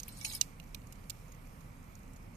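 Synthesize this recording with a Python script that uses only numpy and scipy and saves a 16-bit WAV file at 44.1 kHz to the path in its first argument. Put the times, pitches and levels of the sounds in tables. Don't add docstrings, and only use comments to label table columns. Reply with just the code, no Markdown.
import sys
import numpy as np
from scipy import signal
from scipy.fft import rfft, irfft, next_fast_len
from scipy.io import wavfile
from scipy.ndimage import uniform_filter1d, map_coordinates

SR = 44100
rng = np.random.default_rng(int(sys.argv[2]) if len(sys.argv) > 2 else 0)


def voltage_ratio(level):
    return 10 ** (np.asarray(level, float) / 20)


def log_audio(samples):
    frames = np.atleast_2d(samples).T
    limited = np.clip(frames, -1, 1)
    pcm = np.round(limited * 32767).astype(np.int16)
    wavfile.write(sys.argv[1], SR, pcm)


N = 104120

# (time [s], level [dB])
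DRAUGHT_LEVEL = [(0.0, -52.5), (0.06, -51.5), (2.36, -53)]
# (frequency [Hz], density [dB per Hz])
RUMBLE_COLOUR = [(15, -55), (24, -2), (45, -3), (100, -7.5), (200, -9), (300, -18.5), (450, -26),
                 (700, -97)]
# (frequency [Hz], width [Hz], boost [dB])
FLUE_MODES = [(116.9, 18.6, 5.5), (160.6, 6.9, 6), (267.8, 29, 5.5)]
# (frequency [Hz], density [dB per Hz])
AIR_COLOUR = [(250, -38.5), (480, -2.5), (680, -6.5), (1200, -5.5), (1600, -14), (2350, -11), (3300, -29.5),
              (5000, -70)]
# (frequency [Hz], density [dB per Hz])
HISS_COLOUR = [(1650, -8.5), (2800, -8), (3770, -8), (6380, -6), (9000, -6), (13500, -8), (14250, -7),
               (14420, -67)]
# (time [s], level [dB])
HISS_LEVEL = [(0, -61.5), (.45, -61.5), (.55, -70), (1.2, -67.5), (2.36, -70.5)]
# (frequency [Hz], likeness [0 to 1])
EAR_LIKENESS = [(60, 0.94), (130, 0.95), (290, 0.76), (640, 0.34), (2200, 0.32), (6760, 0.27), (14000, 0.9)]
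# (frequency [Hz], left over right [dB])
BACKGROUND_BALANCE = [(60, -2.0), (130, -3.0), (290, -2), (640, -1), (1400, -5), (3080, -11), (6760, -7.5),
                      (14800, 10)]

# (time [s],
# level [dB], split lasts [s], pitch of the coal [Hz], brightness [dB per octave])
CRACKS = [(.0004, -36.5, 0.0032, 6460, 3.5), (0.0325, -35.5, 0.0014, 6180, 9),
          (0.4129, -14, 0.00013, 6320, -1), (0.599, -47, 0.0012, 2690, -0.5),
          (0.639, -55, 0.0012, 11950, 9), (0.692, -59, 0.00137, 11800, 6), (0.7461, -41, .003, 2410, -5),
          (0.87, -56, 0.003, 6700, 0.5), (0.9247, -49, 0.0048, 7010, 1), (0.956, -61, 0.0016, 6050, -2),
          (1.0977, -33.5, 0.0027, 7560, 1.5), (1.1021, -34.5, 0.002, 7000, -1),
          (1.32, -52.5, 0.0056, 6630, 5), (1.348, -56, 0.0018, 6500, 6), (1.606, -63, 0.009, 6530, 0),
          (1.953, -49.5, 0.0026, 6600, 7), (2.1346, -54.5, 0.0015, 8000, 19),
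          (2.161, -58.5, 0.0092, 6830, 2), (2.3524, -59.5, 0.002, 6500, 23),
          (0.6297, -64, .002, 5870, -6), (0.6756, -62, .002, 6020, 2), (.818, -66, 0.0017, 4370, -8),
                (1.04, -62, .002, 9610, -2), (1.1986, -63.5, .002, 7500, 6), (1.2814, -60, .002, 7000, 4),
                (1.292, -62, .003, 6400, 4), (1.472, -65, .002, 6150, 2), (1.829, -63, .002, 6800, 2),
                (1.842, -59, .002, 13000, 10), (1.991, -58, .001, 10300, 10), (2.0316, -62, .002, 6580, 5),
                (2.141, -62, 0.0022, 13400, 17), (2.228, -63, 0.0022, 6500, 4), (2.337, -73, .002, 4440, 2),
                (0.7459, -42, .002, 13900, 4), (.9245, -50, .002, 11500, 24),
                (.5995, -54, 0.0046, 2950, -16), (1.9545, -61, .001, 6600, 4)]
# (frequency [Hz], level [dB], t60 [s])
FIREBOX_MODES = [(2850, -4.5, 0.019), (3219, -22, .012), (4000, -10, 0.016), (4536, -6, 0.017),
                 (5420, -4, .016), (6156, 3.5, 0.0058), (6890, -6, 0.011), (7813, -8, 0.011),
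                 (10620, -17.5, .016), (11500, -17, .01)]
# (frequency [Hz], density [dB per Hz])
SNAP_COLOUR = [(900, -35), (1600, -29), (2400, -7.5), (3500, -14.5), (6100, -8), (10000, -14.5),
               (13000, -6), (16000, -1)]
# (frequency [Hz], left over right [dB])
FIRE_BALANCE = [(900, -18), (2400, -17), (4000, -24), (6000, -13.5), (9000, -19.5), (14000, 4)]

# (time [s], level [dB], pitch struck most [Hz], left over right [dB])
JINGLES = [(.079, -41.5, 2400, -17), (0.0807, -31, 12000, 4.5), (.088, -42.5, 4200, -9),
           (0.1235, -43.5, 8400, 5), (0.167, -52, 3262, -3), (.172, -43, 9860, 7), (0.187, -40.5, 8400, 1),
           (.2114, -31, 6400, -5), (0.2114, -48, 2400, -14), (.2125, -37, 5150, -6), (0.2443, -36, 9275, 7),
           (.2475, -34.5, 12030, 14), (0.2481, -25.5, 2570, -12), (.2478, -22, 6650, -1),
           (0.2517, -27.5, 4050, -7.5), (.2555, -34, 9275, 0), (.2558, -42, 6650, -2),
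           (.2615, -31, 6650, -4), (.262, -44, 9275, -4), (.283, -50, 8960, 2), (.291, -44, 9275, 0),
           (.3155, -32, 3560, -6), (.3255, -35, 6650, -6), (.339, -31, 8420, -10),
           (0.3106, -40.5, 2300, -13), (0.3233, -28.5, 8160, 6), (0.334, -33, 6650, -10),
           (0.349, -29.5, 10890, 15), (0.3497, -29.5, 5150, -3), (0.3594, -62, 4000, 0)]
# (frequency [Hz], level [dB], t60 [s], left over right [dB])
SCRAP_MODES = [(2568, -3, .04, -5), (3262, -12, .16, 5), (4048, -7, .14, -12), (4307, -7, .09, -8),
               (5152, -2, .08, -4), (6648, -6, .05, -4), (8420, -6, .08, 0), (8960, -6, .1, 0),
               (9275, 0, .11, 0), (9860, -6, .08, 6), (10890, -3, .09, 6), (11510, -9, .08, 4),
               (12030, -3, .06, 4), (13590, -16, .06, 2)]
# (frequency [Hz], density [dB per Hz])
SCRAPE_COLOUR = [(700, -11), (1500, -13), (2400, -3), (4000, -4.5), (9000, -2), (12500, -7.5), (14200, -14),
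                 (16000, -30)]
# (time [s], level [dB])
SHAKING_LEVEL = [
    (.07, -99.5),
    (.09, -76),
    (.16, -69),
    (.2, -62.5),
    (.243, -58.5),
    (.25, -50),
    (.305, -54),
    (.35, -49),
    (.385, -54),
]
# (frequency [Hz], level [dB], t60 [s])
PLATE_MODES = [(866, -6, 0.15), (1190, -4.5, 0.055), (1830, -1.5, 0.026), (2260, 2, 0.18), (2830, 3, .06)]
# (time [s], level [dB])
KNOCKS = [
    (.079, -61),
    (.2114, -54.5),
    (.2475, -53),
    (.268, -49.5),
    (.3125, -59),
    (.332, -54.5),
]

# (frequency [Hz], gain [dB])
TOP_ROLLOFF = [(14300, -0.5), (15000, -47), (16400, -51.5)]
# (from [s], to [s])
WIDE_TREBLE = [(.58, .61), (.77, .86), (1.33, 1.36), (1.43, 1.455), (1.91, 2.05), (2.12, 2.19), (2.33, 2.4)]

FIRE_LEFT_LAG_S, BACKGROUND_LEFT_LEAD_S = 0.000356, .00038
AIR_DB = -64
DRONE_HZ, DRONE_DB = 32, -57
SNAP_T60_S, TAIL_DB, TAIL_T60_S = 0.0084, -23, 0.091
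FIREBOX_DB, COAL_DB, COAL_T60_S = -7, -6, 0.0093
ECHO_S, ECHO_DB, LOW_CUT_HZ = .0032, -9, 1540
TICKS_PER_S, TICK_DB, TICK_SPREAD_DB = 33, -75.5, 9.5
TICK_HZ, TICK_WIDTH_HZ, TICK_PEAK_DB = 6500, 960, 19.5
SCRAP_RING_DB, SCRAPE_DB, SCRAPE_T60_S = -8, -7.5, 0.028
FOCUS_DB = 19.5
RATTLE_WIDTH_HZ, RATTLE_SPREAD_DB, MAIN_MODES_DB = 27.4, 17, 10
RATTLE_TILT_DB, GRIT_DB = 20, 3
RESTS_S, REST_T60_S, TUMBLE_DB = .376, .08, 4
GATE_HZ, GATE_DB = 14450, -85
MONO_HZ, MONO_DRIFT_HZ, MONO_UNDER_DB = 8500, 700, -83
FOLD_ABOVE = .9
BUSY_TILL_S, HOLES_BUSY, HOLES_CALM, HOLE_FROM_HZ = .46, .3, .06, 2800


def unit(x):
    return x / np.sqrt(np.mean(x ** 2) + 1e-20)


def along(points, hz):
    f, v = np.transpose(points)
    return np.interp(np.log(hz + 1), np.log(f + 1), v)


def curve(rows):
    s, v = np.transpose(rows)
    return np.interp(np.arange(N) / SR, s, v)


def wobble(rate):
    knots = rng.standard_normal(int(N * rate / SR) + 4)
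    return map_coordinates(knots, [np.arange(N) * rate / SR])


def filtered(x, response):
    n = x.shape[-1]
    m = next_fast_len(n + 4096)
    return irfft(rfft(x, m) * response(np.fft.rfftfreq(m, 1 / SR)), m)[..., :n]


def ears(balance, lag_s=0):
    turn = np.array([[1], [-1]])
    return lambda hz: voltage_ratio(turn * along(balance, hz) / 2) * np.exp(-1j * np.pi * turn * hz * lag_s)


def patchy(x, size, spans, depth_db, offset_db=0):
    z = signal.stft(x, nperseg=size)[2]
    field = rng.standard_normal(z.shape[1:])
    field = uniform_filter1d(uniform_filter1d(field, spans[0], 0), spans[1], 1)
    return signal.istft(z * voltage_ratio(depth_db * unit(field) + offset_db), nperseg=size)[1][:, :N]


def rush(gain, patchy_db, lag_s=0):
    pair = patchy(rng.standard_normal((2, N)), 512, (6, 14), patchy_db)
    turn = lambda hz: np.arccos(np.clip(along(EAR_LIKENESS, hz), -1, 1)) / 2
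    mid, side = filtered(pair, lambda hz: gain(hz) * [np.cos(turn(hz)), np.sin(turn(hz))])
    both = filtered(np.array([mid + side, mid - side]), ears(BACKGROUND_BALANCE, lag_s))
    return both / np.std(both.mean(0))


def ringing(hz, db, t60, t, scatter_db, pan_db=0):
    luck = rng.standard_normal((2, len(hz), 1))
    fade = db + scatter_db * luck[0] - 60 * t / t60
    sides = []
    for ear in (.5, -.5):
        phase = (ear + .5) * 3.2 * luck[1]
        sides.append((voltage_ratio(fade + ear * pan_db) * np.sin(2 * np.pi * hz * t + phase)).sum(0))
    return np.array(sides)


def puff(gain, t, alike):
    a, b = rng.standard_normal((2, len(t)))
    share = np.clip(alike, 0, 1)
    return unit(filtered(np.array([share * a + np.sqrt(1 - share ** 2) * b, a]), gain))


def add(out, s, sound):
    out[:, max(round(s * SR), 0):][:, :sound.shape[1]] += sound


def night():
    def pipe(hz):
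        modes = sum(db / (1 + ((hz - centre) / width * 2) ** 2) for centre, width, db in FLUE_MODES)
        return voltage_ratio(along(RUMBLE_COLOUR, hz) + modes)

    lead = BACKGROUND_LEFT_LEAD_S
    rumble = voltage_ratio(curve(DRAUGHT_LEVEL) + 1.2 * wobble(3.03)) * rush(pipe, patchy_db=0.33, lag_s=-lead / 2)
    drone_level = voltage_ratio(DRONE_DB + 1.1 * wobble(1.9)) * np.sqrt(2)
    drone = drone_level * np.sin(np.cumsum(2 * np.pi * DRONE_HZ / SR * (1 + 0.0666 * wobble(3.06))))
    air = voltage_ratio(AIR_DB + 0.1 * wobble(4.26))
    air = air * rush(lambda hz: voltage_ratio(along(AIR_COLOUR, hz)), patchy_db=0.45, lag_s=-lead)
    hiss = voltage_ratio(curve(HISS_LEVEL) + 0.45 * wobble(7.33))
    hiss = hiss * rush(lambda hz: voltage_ratio(along(HISS_COLOUR, hz)), patchy_db=1.5)
    return rumble + filtered(drone, ears(BACKGROUND_BALANCE, -lead)) + air + hiss


def cracks():
    out, t = np.zeros((2, N + SR)), np.arange(SR // 6) / SR
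    hz, level, t60 = np.transpose(FIREBOX_MODES)[:, :, None]
    for s, db, lasts, coal_hz, tilt_db in CRACKS:
        after = np.maximum(t - lasts, 0)
        colour = lambda f: voltage_ratio(along(SNAP_COLOUR, f) + tilt_db * np.log2((f + 300) / 6000))
        burst = puff(colour, t, alike=0.2)
        hit = burst * (voltage_ratio(-60 * after / SNAP_T60_S) + voltage_ratio(TAIL_DB - 60 * t / TAIL_T60_S))
        box_db = level + tilt_db * np.log2(hz / 6000)
        hit += voltage_ratio(FIREBOX_DB) * ringing(hz, box_db, t60 + lasts, t, scatter_db=1.5)
        hit += voltage_ratio(COAL_DB - 60 * after / COAL_T60_S) * np.sin(2 * np.pi * coal_hz * t)
        hit *= np.minimum(t / 0.00021, 1)
        add(out, s, voltage_ratio(db) * hit)
        add(out, s + ECHO_S, voltage_ratio(db + ECHO_DB) * hit * np.sign(rng.standard_normal()))
    low_cut = lambda f: (1j * f / LOW_CUT_HZ / (1 + 1j * f / LOW_CUT_HZ)) ** 3
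    return filtered(filtered(out[:, :N], low_cut), ears(FIRE_BALANCE, FIRE_LEFT_LAG_S))


def ticks():
    when, size = rng.random((200, 2))[:int(TICKS_PER_S * N / SR)].T
    blows = np.bincount((when * N).astype(int), voltage_ratio(TICK_DB + TICK_SPREAD_DB * size), N)
    shape = np.convolve(blows, voltage_ratio(-60 * np.arange(SR // 30) / SR / 0.011))[:N]

    def colour(f):
        peak = TICK_PEAK_DB / (1 + ((f - TICK_HZ) / TICK_WIDTH_HZ * 2) ** 2)
        return voltage_ratio(along(SNAP_COLOUR, f) + peak)

    return filtered(shape * puff(colour, shape, alike=0.42), ears(FIRE_BALANCE, FIRE_LEFT_LAG_S))


def scrap():
    out, t = np.zeros((2, N + SR)), np.arange(SR // 4) / SR
    hz, level, t60, side_db = np.transpose(SCRAP_MODES)[:, :, None]
    for s, db, struck_hz, pan_db in JINGLES:
        near = lambda f: -FOCUS_DB * abs(np.log2((f + 1) / struck_hz))
        ring = ringing(hz, level + 2 * near(hz), t60, t, scatter_db=1.0, pan_db=side_db)
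        rub = puff(lambda f: voltage_ratio(along(SCRAPE_COLOUR, f) + near(f)), t, alike=0.45)
        slip = voltage_ratio(SCRAP_RING_DB) * ring + voltage_ratio(SCRAPE_DB - 60 * t / SCRAPE_T60_S) * rub
        pan = np.array([[.5], [-.5]]) * pan_db
        add(out, s, voltage_ratio(db + pan) * slip * np.minimum(t / .001, 1))
    return out[:, :N]


def rattle(count=64):
    place, size, left = rng.random((count, 3)).T[:, :, None]
    main_hz, main_db, _, main_pan_db = np.transpose(SCRAP_MODES[1:])[:, :, None]
    small_hz = 3450 + 10500 * (np.arange(count)[:, None] + place) / count
    small_db = RATTLE_SPREAD_DB * (size - .5) + along(SCRAPE_COLOUR, small_hz) + 8.0
    small_pan_db = RATTLE_TILT_DB * np.log2(small_hz / 8000) + 12 * (left - .5)
    hz, n = np.vstack([small_hz, main_hz]), SR // 2
    level = np.vstack([small_db, main_db + MAIN_MODES_DB])
    pan_db = np.vstack([small_pan_db, main_pan_db])
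    turn = rng.standard_normal(hz.shape)
    push = (voltage_ratio(curve(SHAKING_LEVEL) + GRIT_DB * wobble(252.3)) * rng.standard_normal(N))[:n]

    def modes(f, ear):
        resonance = 1j * f * RATTLE_WIDTH_HZ / (hz ** 2 - f ** 2 + 1j * f * RATTLE_WIDTH_HZ)
        return (voltage_ratio(level + ear * pan_db) * np.exp(1j * ear * turn) * resonance).sum(0)

    sides = [filtered(push, lambda f: 2 * modes(f, ear)) for ear in (.5, -.5)]
    return np.pad(sides, ((0, 0), (0, N - n)))


def tumbling(x):
    flicker = patchy(x, 256, (3, 8), TUMBLE_DB, offset_db=-2.5)
    return flicker * voltage_ratio(-60 * np.maximum(np.arange(N) / SR - RESTS_S, 0) / REST_T60_S)


def plate():
    out, t = np.zeros((2, N + SR)), np.arange(SR // 4) / SR
    hz, level, t60 = np.transpose(PLATE_MODES)[:, :, None]
    for s, db in KNOCKS:
        knock = ringing(hz, level, t60, t, scatter_db=3.5, pan_db=-8)
        add(out, s, voltage_ratio(db) * knock * np.minimum(t / 0.00089, 1))
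    return out[:, :N]


def scene():
    return night() + cracks() + ticks() + tumbling(scrap() + rattle()) + plate()


def blocks(grid, high, wide, shape):
    return grid.repeat(high, 0).repeat(wide, 1)[:shape[0], :shape[1]]


def narrowed(x):
    hz, t, z = signal.stft(x, SR, nperseg=256)
    top = hz > GATE_HZ
    loud = np.abs(z[:, top][:, :4]).mean((0, 1)) > voltage_ratio(GATE_DB)
    treble = (hz > MONO_HZ) & ~top
    quiet = uniform_filter1d(np.abs(z[:, treble]).mean((0, 1)), size=4) < voltage_ratio(MONO_UNDER_DB)
    quiet &= ~np.any([(t > a) & (t < b) for a, b in WIDE_TREBLE], 0)
    drift = np.clip(rng.standard_normal(len(t) // 8 + 1), -1, 4).repeat(8)[:len(t)]
    edge_hz = MONO_HZ + MONO_DRIFT_HZ * drift
    patches = blocks(rng.standard_normal((33, len(t) // 8 + 1)), 4, 8, (len(hz), len(t))) > FOLD_ABOVE
    folds = (hz[:, None] > edge_hz) & quiet | patches & treble[:, None]
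    z = np.where(folds, z.mean(0), z)
    return signal.istft(z * (~top[:, None] | loud), SR, nperseg=256)[1][:, :N]


def starved(x):
    hz, t, z = signal.stft(x, SR, nperseg=1024)
    level = uniform_filter1d(np.abs(z).mean(0), size=6, axis=0)
    treble = (hz > HOLE_FROM_HZ) & (hz < GATE_HZ)
    weak = level < np.median(level[treble], 0)
    luck = blocks(rng.random((129, len(t) // 3 + 1)), 4, 3, (len(hz), len(t)))
    holes = treble[:, None] & weak & (luck < np.where(t < BUSY_TILL_S, HOLES_BUSY, HOLES_CALM))
    return signal.istft(z * ~holes, SR, nperseg=1024)[1][:, :N]


def top_cut(x):
    return signal.sosfilt(signal.butter(12, 16400, fs=SR, output="sos"), x)


def record(dry):
    rolled_off = filtered(dry, lambda f: voltage_ratio(along(TOP_ROLLOFF, f)))
    finished = starved(narrowed(rolled_off))
    return top_cut(finished)


dry = scene()
out = record(dry)
log_audio(out)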